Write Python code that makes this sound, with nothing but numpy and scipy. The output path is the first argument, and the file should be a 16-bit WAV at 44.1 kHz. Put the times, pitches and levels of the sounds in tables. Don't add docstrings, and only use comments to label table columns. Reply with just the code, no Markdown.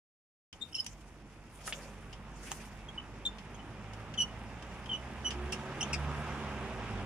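import sys
import numpy as np
from scipy import signal
from scipy.io import wavfile

SR = 44100
rng = np.random.default_rng(int(sys.argv[2]) if len(sys.argv) > 2 else 0)


def wav_out(sig):
    wavfile.write(sys.argv[1], SR, np.round(np.clip(np.atleast_2d(sig).T, -1, 1) * 32767).astype(np.int16))


N = 310905
TIME = np.arange(N) / SR
SLOW_HZ, CUTOFF_HZ = 50, 15300


def from_db(db):
    return 10 ** (np.asarray(db) / 20)


def rms_one(x):
    return x / np.sqrt(np.mean(x ** 2) + 1e-20)


def in_time(points):
    return np.interp(TIME, *np.transpose(points))


def at_hz(points, hz):
    freqs_hz, values = np.transpose(points)
    return np.interp(np.log(hz), np.log(freqs_hz), values)


def bell(crest_s, half_s):
    return np.exp(-((TIME - crest_s) / half_s) ** 2)


def drift(rate_hz, size=N):
    knots = rng.standard_normal(8192)
    return np.interp(np.arange(size) * rate_hz / SR, np.arange(len(knots)), knots) / np.sqrt(2 / 3)


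def partial(phase, unsteady, rate_hz):
    share = np.clip(unsteady, 0, 1)
    wobble = (drift(rate_hz, len(phase)) + 1j * drift(rate_hz, len(phase))) / np.sqrt(2)
    return np.imag((np.sqrt(1 - share ** 2) + share * wobble) * np.exp(1j * phase))


def band(x, low_hz, high_hz):
    high_hz = np.clip(high_hz, 40, .45 * SR)
    sos = signal.butter(2, [min(low_hz, .9 * high_hz), high_hz], "band", fs=SR, output="sos")
    return signal.sosfilt(sos, x)


def resonance(x, hz, width_hz):
    r = np.exp(-np.pi * width_hz / SR)
    feedback = [1, -2 * r * np.cos(2 * np.pi * hz / SR), r * r]
    return signal.lfilter(np.array([1, 0, -1]) * (1 - r * r) / 2, feedback, x)


def panned(x, pan_db):
    return x * rms_one(from_db(np.array([[pan_db], [-pan_db]]) / 2))


def add(out, start_s, x):
    at = int(start_s * SR)
    out[:, at:at + x.shape[1]] += x[:, :N - at]


def speed_hz():
    # time_s, pitch_hz
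    speed = [(.9, 47.93), (2.9, 50.69), (3.7, 51.1), (4.42, 56.6), (5.18, 64.42), (5.45, 67.38),
             (6.03, 72.87), (6.39, 72.9), (6.77, 57.7), (7.05, 49.2)]
    return in_time(speed)


def level_db(layer, easy_flow_db=-55):
    # time_s, flow_db
    flow = [(0.7, -61), (1.51, -60), (1.78, -55), (3.14, -53.5), (5.09, -49), (5.77, -44.5), (6.16, -43),
            (7.05, -44)]
    laws = {"fundamental": (-54, 0.38, 5.4), "octave": (-64.5, 0.8, 7.5), "third": (-61.5, 0.22, 2.4),
            "rumble": (-53.5, 0.58, 0.46), "whirr": (-61, 0.99, 0), "rush": (-54.5, 1, 0.6),
            "hiss": (-64.5, 0.26, 9)}
    base_db, per_flow, per_doubling = laws[layer]
    doublings = np.log2(speed_hz() / SLOW_HZ)
    return base_db + per_flow * (in_time(flow) - easy_flow_db) + per_doubling * doublings


def friction(spectrum, patchy_db, grain_db):
    # freq_hz, correlation
    likeness = [(60, 0.87), (400, 0.99), (1000, 0.92), (2000, 0.64), (4000, 0.066), (10000, 0.064)]
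    slips = rng.standard_normal((2, 2, N)) * from_db(grain_db * drift(900))
    out, edges_hz = np.zeros((2, N)), 22 * 2 ** np.arange(0, 10, .5)
    for k, (low, high) in enumerate(zip(edges_hz, edges_hz[1:])):
        hz, flicker = np.sqrt(low * high), drift(25)
        if high < spectrum[0][0] or low > spectrum[-1][0]:
            continue
        mid, side = band(slips[k % 2], low, high)
        alike = at_hz(likeness, hz)
        gain = from_db(at_hz(spectrum, hz) + patchy_db * flicker)
        out += gain * (np.sqrt(1 + alike) * mid + np.sqrt(1 - alike) * side * [[1], [-1]])
    return rms_one(out)


def net():
    # freq_hz, relative_density_db
    roll = [(25, -7), (48, -4), (90, 1), (130, -2.5), (215, -5), (300, -7.5), (450, -14), (900, -38)]
    mesh = [(250, -3), (500, -0.5), (850, 1), (1400, -3), (2100, -7.5), (2900, -4.5), (4000, -19),
            (7000, -23.5)]
    threads = [(2000, 13.5), (3900, 2), (5600, 12), (7600, 1), (9500, 4.5), (13400, -1)]
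    rumble = from_db(level_db("rumble")) * friction(roll, patchy_db=2.0, grain_db=2.0)
    rush = from_db(level_db("rush")) * friction(mesh, patchy_db=1.0, grain_db=1.0)
    hiss = from_db(level_db("hiss")) * friction(threads, patchy_db=1.5, grain_db=2.0)
    return panned(rumble, pan_db=-0.5) + panned(rush, pan_db=-2.0) + panned(hiss, pan_db=1.0)


def whirr(climb_oct_per_doubling=.1):
    # freq_hz, width_hz, relative_db, db_per_speed_doubling
    modes = [(211.7, 55, 4.5, -2), (818, 130, -11, 4), (1230, 220, -23.5, 42), (1553, 220, -10.5, 13)]
    doublings = np.log2(speed_hz() / SLOW_HZ)
    phase_per_hz = 2 * np.pi * np.cumsum(2 ** (climb_oct_per_doubling * doublings)) / SR
    rings = sum(from_db(db + per_doubling * doublings) * partial(hz * phase_per_hz, 0.99, width_hz)
                for hz, width_hz, db, per_doubling in modes)
    return panned(from_db(level_db("whirr")) * rings, pan_db=-3.5)


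def ticks(rise_s=0.0001, stereo_spread=0.97, band_ratio=1.78, crack_db=-13):
    # start_s, level_db, centre_hz, t60_s
    contacts = [ (0.528, -42, 3480, 0.03), (0.845, -41, 6200, 0.021), (0.864, -30, 5700, 0.02),
                (2.128, -46, 3300, 0.076), (3.384, -44.5, 2980, 0.053), (3.934, -47.5, 4930, 0.047),
                (4.139, -41, 3320, 0.038), (4.624, -46, 4500, 0.034), (4.859, -43, 2840, 0.038),
                (5.306, -36.5, 3350, 0.096), (5.522, -36.5, 5600, 0.1)]
    # freq_hz, width_hz, gain_db
    hook = [(3020, 240, 9), (5170, 45, 8), (5860, 51, -12)]
    out, t = np.zeros((2, N)), TIME[:SR // 8]
    for start_s, db, centre_hz, t60_s in contacts:
        mid, side = rng.standard_normal((2, len(t)))
        chatter = mid + stereo_spread * side * [[1], [-1]]
        chatter += sum(from_db(gain_db) * resonance(chatter, hz, width) for hz, width, gain_db in hook)
        body = rms_one(band(chatter, centre_hz / band_ratio, centre_hz * band_ratio))
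        crack = from_db(crack_db) * rms_one(band(chatter, 2000, 9000))
        envelope = from_db(db - 60 * t / t60_s) * (1 - np.exp(-t / rise_s))
        add(out, start_s, (body + crack) * envelope)
    return out


def brushing(snag_db=2.5, scuff_db=-53.5):
    # crest_s, level_db, rise_s, fall_s
    brushes = [(.88, -55.5, 0.19, 0.13), (1.68, -46.5, 0.073, 0.073), (1.79, -51.5, 0.09, 0.14),
               (2.49, -44, 0.059, 0.11)]
    # freq_hz, relative_density_db
    spectrum = [(300, -32), (600, -17), (1500, -3.5), (3500, -6), (6000, -3.5), (10000, -5.5),
                (13400, -7.5)]
    power = sum(from_db(db) ** 2 * np.exp(-2 * np.maximum((s - TIME) / rise_s, (TIME - s) / fall_s))
                for s, db, rise_s, fall_s in brushes)
    dull_noise = rms_one(resonance(rng.standard_normal(N), hz=563, width_hz=105))
    scuff = from_db(scuff_db) * bell(crest_s=1.773, half_s=0.14) * dull_noise
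    snags = from_db(snag_db * drift(76))
    hiss = np.sqrt(power) * snags * friction(spectrum, patchy_db=3.5, grain_db=1.0)
    return panned(hiss + scuff, pan_db=-0.5)


def stick_slip(length_s, crest, first_hz, held_hz, db, octave_db, rough, split_db, pan_db):
    upper_db = [-9, -12.5]
    glide_s, shake_db, shake_hz = 0.00495, 4.5, 600
    size = int(length_s * SR)
    progress = np.arange(size) / size
    arch = np.sin(np.interp(progress, [0, np.clip(crest, .1, .9), 1], [0, np.pi / 2, np.pi]))
    swell = arch ** max(1, 3 * crest)
    glide_hz = held_hz + (first_hz - held_hz) * np.exp(-TIME[:size] / glide_s)
    hz = glide_hz * (1 + .035 * rough * drift(737, size))
    phase = 2 * np.pi * np.cumsum(hz) / SR
    partials_db = [0, octave_db] + [octave_db + offset_db for offset_db in upper_db]
    tone = sum(from_db(level) * partial(k * phase, rough * k, shake_hz)
               for k, level in enumerate(partials_db, 1) if k * held_hz < CUTOFF_HZ)
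    for ratio in (1.5, 2.5, 3.5):
        tone += progress * from_db(split_db) / ratio * partial(ratio * phase, 1, shake_hz)
    noise = rng.standard_normal((2, SR // 4))[:, :size]
    rasp = rough ** 2 * from_db(-12) * rms_one(band(noise, 2300, 10000))
    gain = np.sqrt(2) * from_db(db + shake_db * rough * drift(243, size))
    return panned(gain * swell * (tone + rasp), pan_db)


def squeaks():
    # start_s, length_s, crest_share, first_hz, held_hz,
    # level_db, octave_db, roughness, split_db, pan_db
    slips = [ (0.605, 0.029, 0.84, 3560, 3660, -30, -15.5, 0.2, -42, 9),
             (0.751, 0.026, 0.4, 2750, 2765, -41.5, -2, 0.15, -0.5, 21),
             (0.862, 0.02, 0, 6150, 5900, -43.5, -24, 0.2, -30, -3),
             (2.883, 0.013, .55, 3300, 3260, -41.5, -16, 0.07, -43, 2),
             (2.976, 0.021, 0.36, 2970, 2966, -34.5, -39, 0, -40, 1),
             (3.252, 0.026, 0.24, 3720, 3558, -25.5, -15, 0.29, -41, 3),
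             (3.544, 0.012, 0.3, 3180, 3230, -56, 0, 0.4, -25, 2),
             (3.59, 0.035, 0.2, 3020, 2970, -52, -25, 0.2, -35, 9),
             (4.172, 0.042, 0.48, 3680, 2952, -28, -11.5, 0, -20, 3),
             (4.2, 0.04, 0.15, 3000, 2943, -24.5, -9, 0.16, -13, -3),
             (4.888, 0.026, 0.4, 3450, 3070, -37.5, -36, 0.2, -37, 0),
             (4.912, 0.018, 0.36, 2940, 3092, -29.5, -41, 0.17, -36, 1),
             (4.928, 0.045, 0.2, 2890, 2976, -31, -22, 0.2, -35, -4),
             (5.244, 0.056, 0.38, 3020, 2966, -29, -10.5, 0.13, -21, -3),
             (5.521, 0.021, 0.24, 3040, 2730, -43, 0, 0.92, -8, -3),
             (5.805, 0.023, 0.33, 3510, 2730, -33.5, -1.5, 0.56, -22, -2),
             (5.826, 0.011, 0.5, 2640, 3420, -30, -4, 0.43, -26, 1),
             (5.929, 0.029, 0.27, 2950, 2430, -35, 0, 0.96, -1, 4.5)]
    out = np.zeros((2, N))
    for start_s, *slip in slips:
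        add(out, start_s, stick_slip(*slip))
    return out


def squeals(low_hz=2976, flip_share=0.65, upper_gain_db=6.5):
    # start_s, length_s (each mode), upper_hz, low_mode_db
    catches = [(.725, 0.0062, 5240, -49), (0.743, 0.0088, 5280, -32.5), (0.772, 0.011, 5180, -42),
               (0.785, 0.016, 5150, -35)]
    out = np.zeros((2, N))
    for start_s, length_s, upper_hz, low_db in catches:
        low = (start_s, low_hz, low_db, 1.0)
        upper = (start_s + flip_share * length_s, upper_hz, low_db + upper_gain_db, -6.0)
        for onset_s, hz, db, pan_db in (low, upper):
            squeal = stick_slip(length_s, crest=0.52, first_hz=1.02 * hz, held_hz=hz, db=db,
                                octave_db=-16.5, rough=0.29, split_db=-25, pan_db=pan_db)
            add(out, onset_s, squeal)
    return out


def tube(start_s=.86, rise_s=0.011, waver=0.0041, throb=0.21):
    # crest_s, half_length_s, fundamental_gain_db, octave_gain_db
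    swells = [(3.902, 0.66, -1, 8.5), (5.42, 0.11, 9, 4), (5.724, 0.16, -11, 2), (6.036, 0.15, 9, 9.5),
              (6.36, 0.24, 1, 5), (6.96, 0.089, 5, 15)]
    # crest_s, half_length_s, crest_pitch_hz, rise_hz_per_s, level_db
    whines = [(5.501, 0.22, 366, 77, -49), (6.65, 0.62, 385, 11, -53.5)]
    hz = speed_hz()
    first_db = level_db("fundamental") + sum(db * bell(s, half_s) for s, half_s, db, _ in swells)
    octave_db = level_db("octave") + sum(db * bell(s, half_s) for s, half_s, _, db in swells)
    phase = 2 * np.pi * np.cumsum(hz) / SR
    unsteady = np.clip(throb * (hz.mean() / hz) ** 4, .1, .7)
    hum = sum(from_db(db) * partial(k * phase, unsteady, rate_hz=20)
              for k, db in enumerate((first_db, octave_db, level_db("third")), 1))
    flutter_db, wander = 2 * drift(22), 1 + waver * drift(30)
    whine = np.zeros(N)
    for crest_s, half_s, crest_hz, rise_hz_per_s, db in whines:
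        whine_hz = (crest_hz + rise_hz_per_s * (TIME - crest_s)) * wander
        envelope = from_db(db + flutter_db) * bell(crest_s, half_s)
        whine += envelope * np.sin(2 * np.pi * np.cumsum(whine_hz) / SR)
    turning = np.clip((TIME - start_s) / rise_s, 0, 1)
    return panned(np.sqrt(2) * turning * (hum + whine), pan_db=-3.0)


def snaps(knock_q=3.3, crack_s=.0005, ring_cycles=2.1):
    # start_s, knock_db, knock_hz, crackle_t60_s, crack_db
    stems = [(1.6773, -31, 1490, 0.036, -34), (1.7248, -29, 2880, 0.043, -46),
             (2.5173, -37.5, 870, 0.026, -17.5)]
    out, t = np.zeros((2, N)), TIME[:SR // 8]
    for start_s, db, hz, t60_s, crack_db in stems:
        fibres, burst = rng.standard_normal((2, len(t)))
        knock = 2 * np.sin(2 * np.pi * hz * t) * np.exp(-t * hz / ring_cycles)
        ringing = resonance(band(fibres, hz / 2, hz * 2), hz, hz / knock_q)
        crackle = rms_one(ringing) * from_db(-60 * t / t60_s)
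        crack = rms_one(band(burst, 1000, 11000)) * np.exp(-t / crack_s)
        add(out, start_s, panned(from_db(db) * (knock + crackle) + from_db(crack_db) * crack, 0))
    return out


def vines(x, build_s=0.0024):
    # t60_s, energy_db
    tails = [(.07, -6.5), (.28, -22)]
    t = TIME[:SR // 2]
    power = sum(from_db(db - 60 * t / t60_s) ** 2 / t60_s for t60_s, db in tails)
    envelope = np.sqrt(power * 2 * np.log(1000) / SR) * (1 - np.exp(-t / build_s))
    scatter = rms_one(band(rng.standard_normal((2, len(t))), 380, 9400)) * envelope
    return x + signal.fftconvolve(x, scatter, axes=1)[:, :N]


def scene():
    left, right = tube() + net() + whirr() + vines(squeaks() + squeals() + ticks() + snaps())
    return np.array([np.pad(left, (2, 0))[:N], right]) + brushing()


def record(dry, open_s=.527, dull_hz=10500, dull_share=0.8):
    # centre_hz, width_hz, depth_share
    dips = [(4010, 1390, 0.55), (7860, 3000, 0.38)]
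    for hz, width_hz, depth in dips:
        dry = dry - depth * resonance(dry, hz, width_hz)
    soft = signal.sosfiltfilt(signal.butter(4, dull_hz, fs=SR, output="sos"), dry)
    dulled = dry + dull_share * (soft - dry)
    opened = np.clip((TIME - open_s) / .002, 0, 1)
    return signal.sosfilt(signal.ellip(10, .2, 80, CUTOFF_HZ, fs=SR, output="sos"), dulled * opened)


dry = scene()
out = record(dry)
wav_out(out)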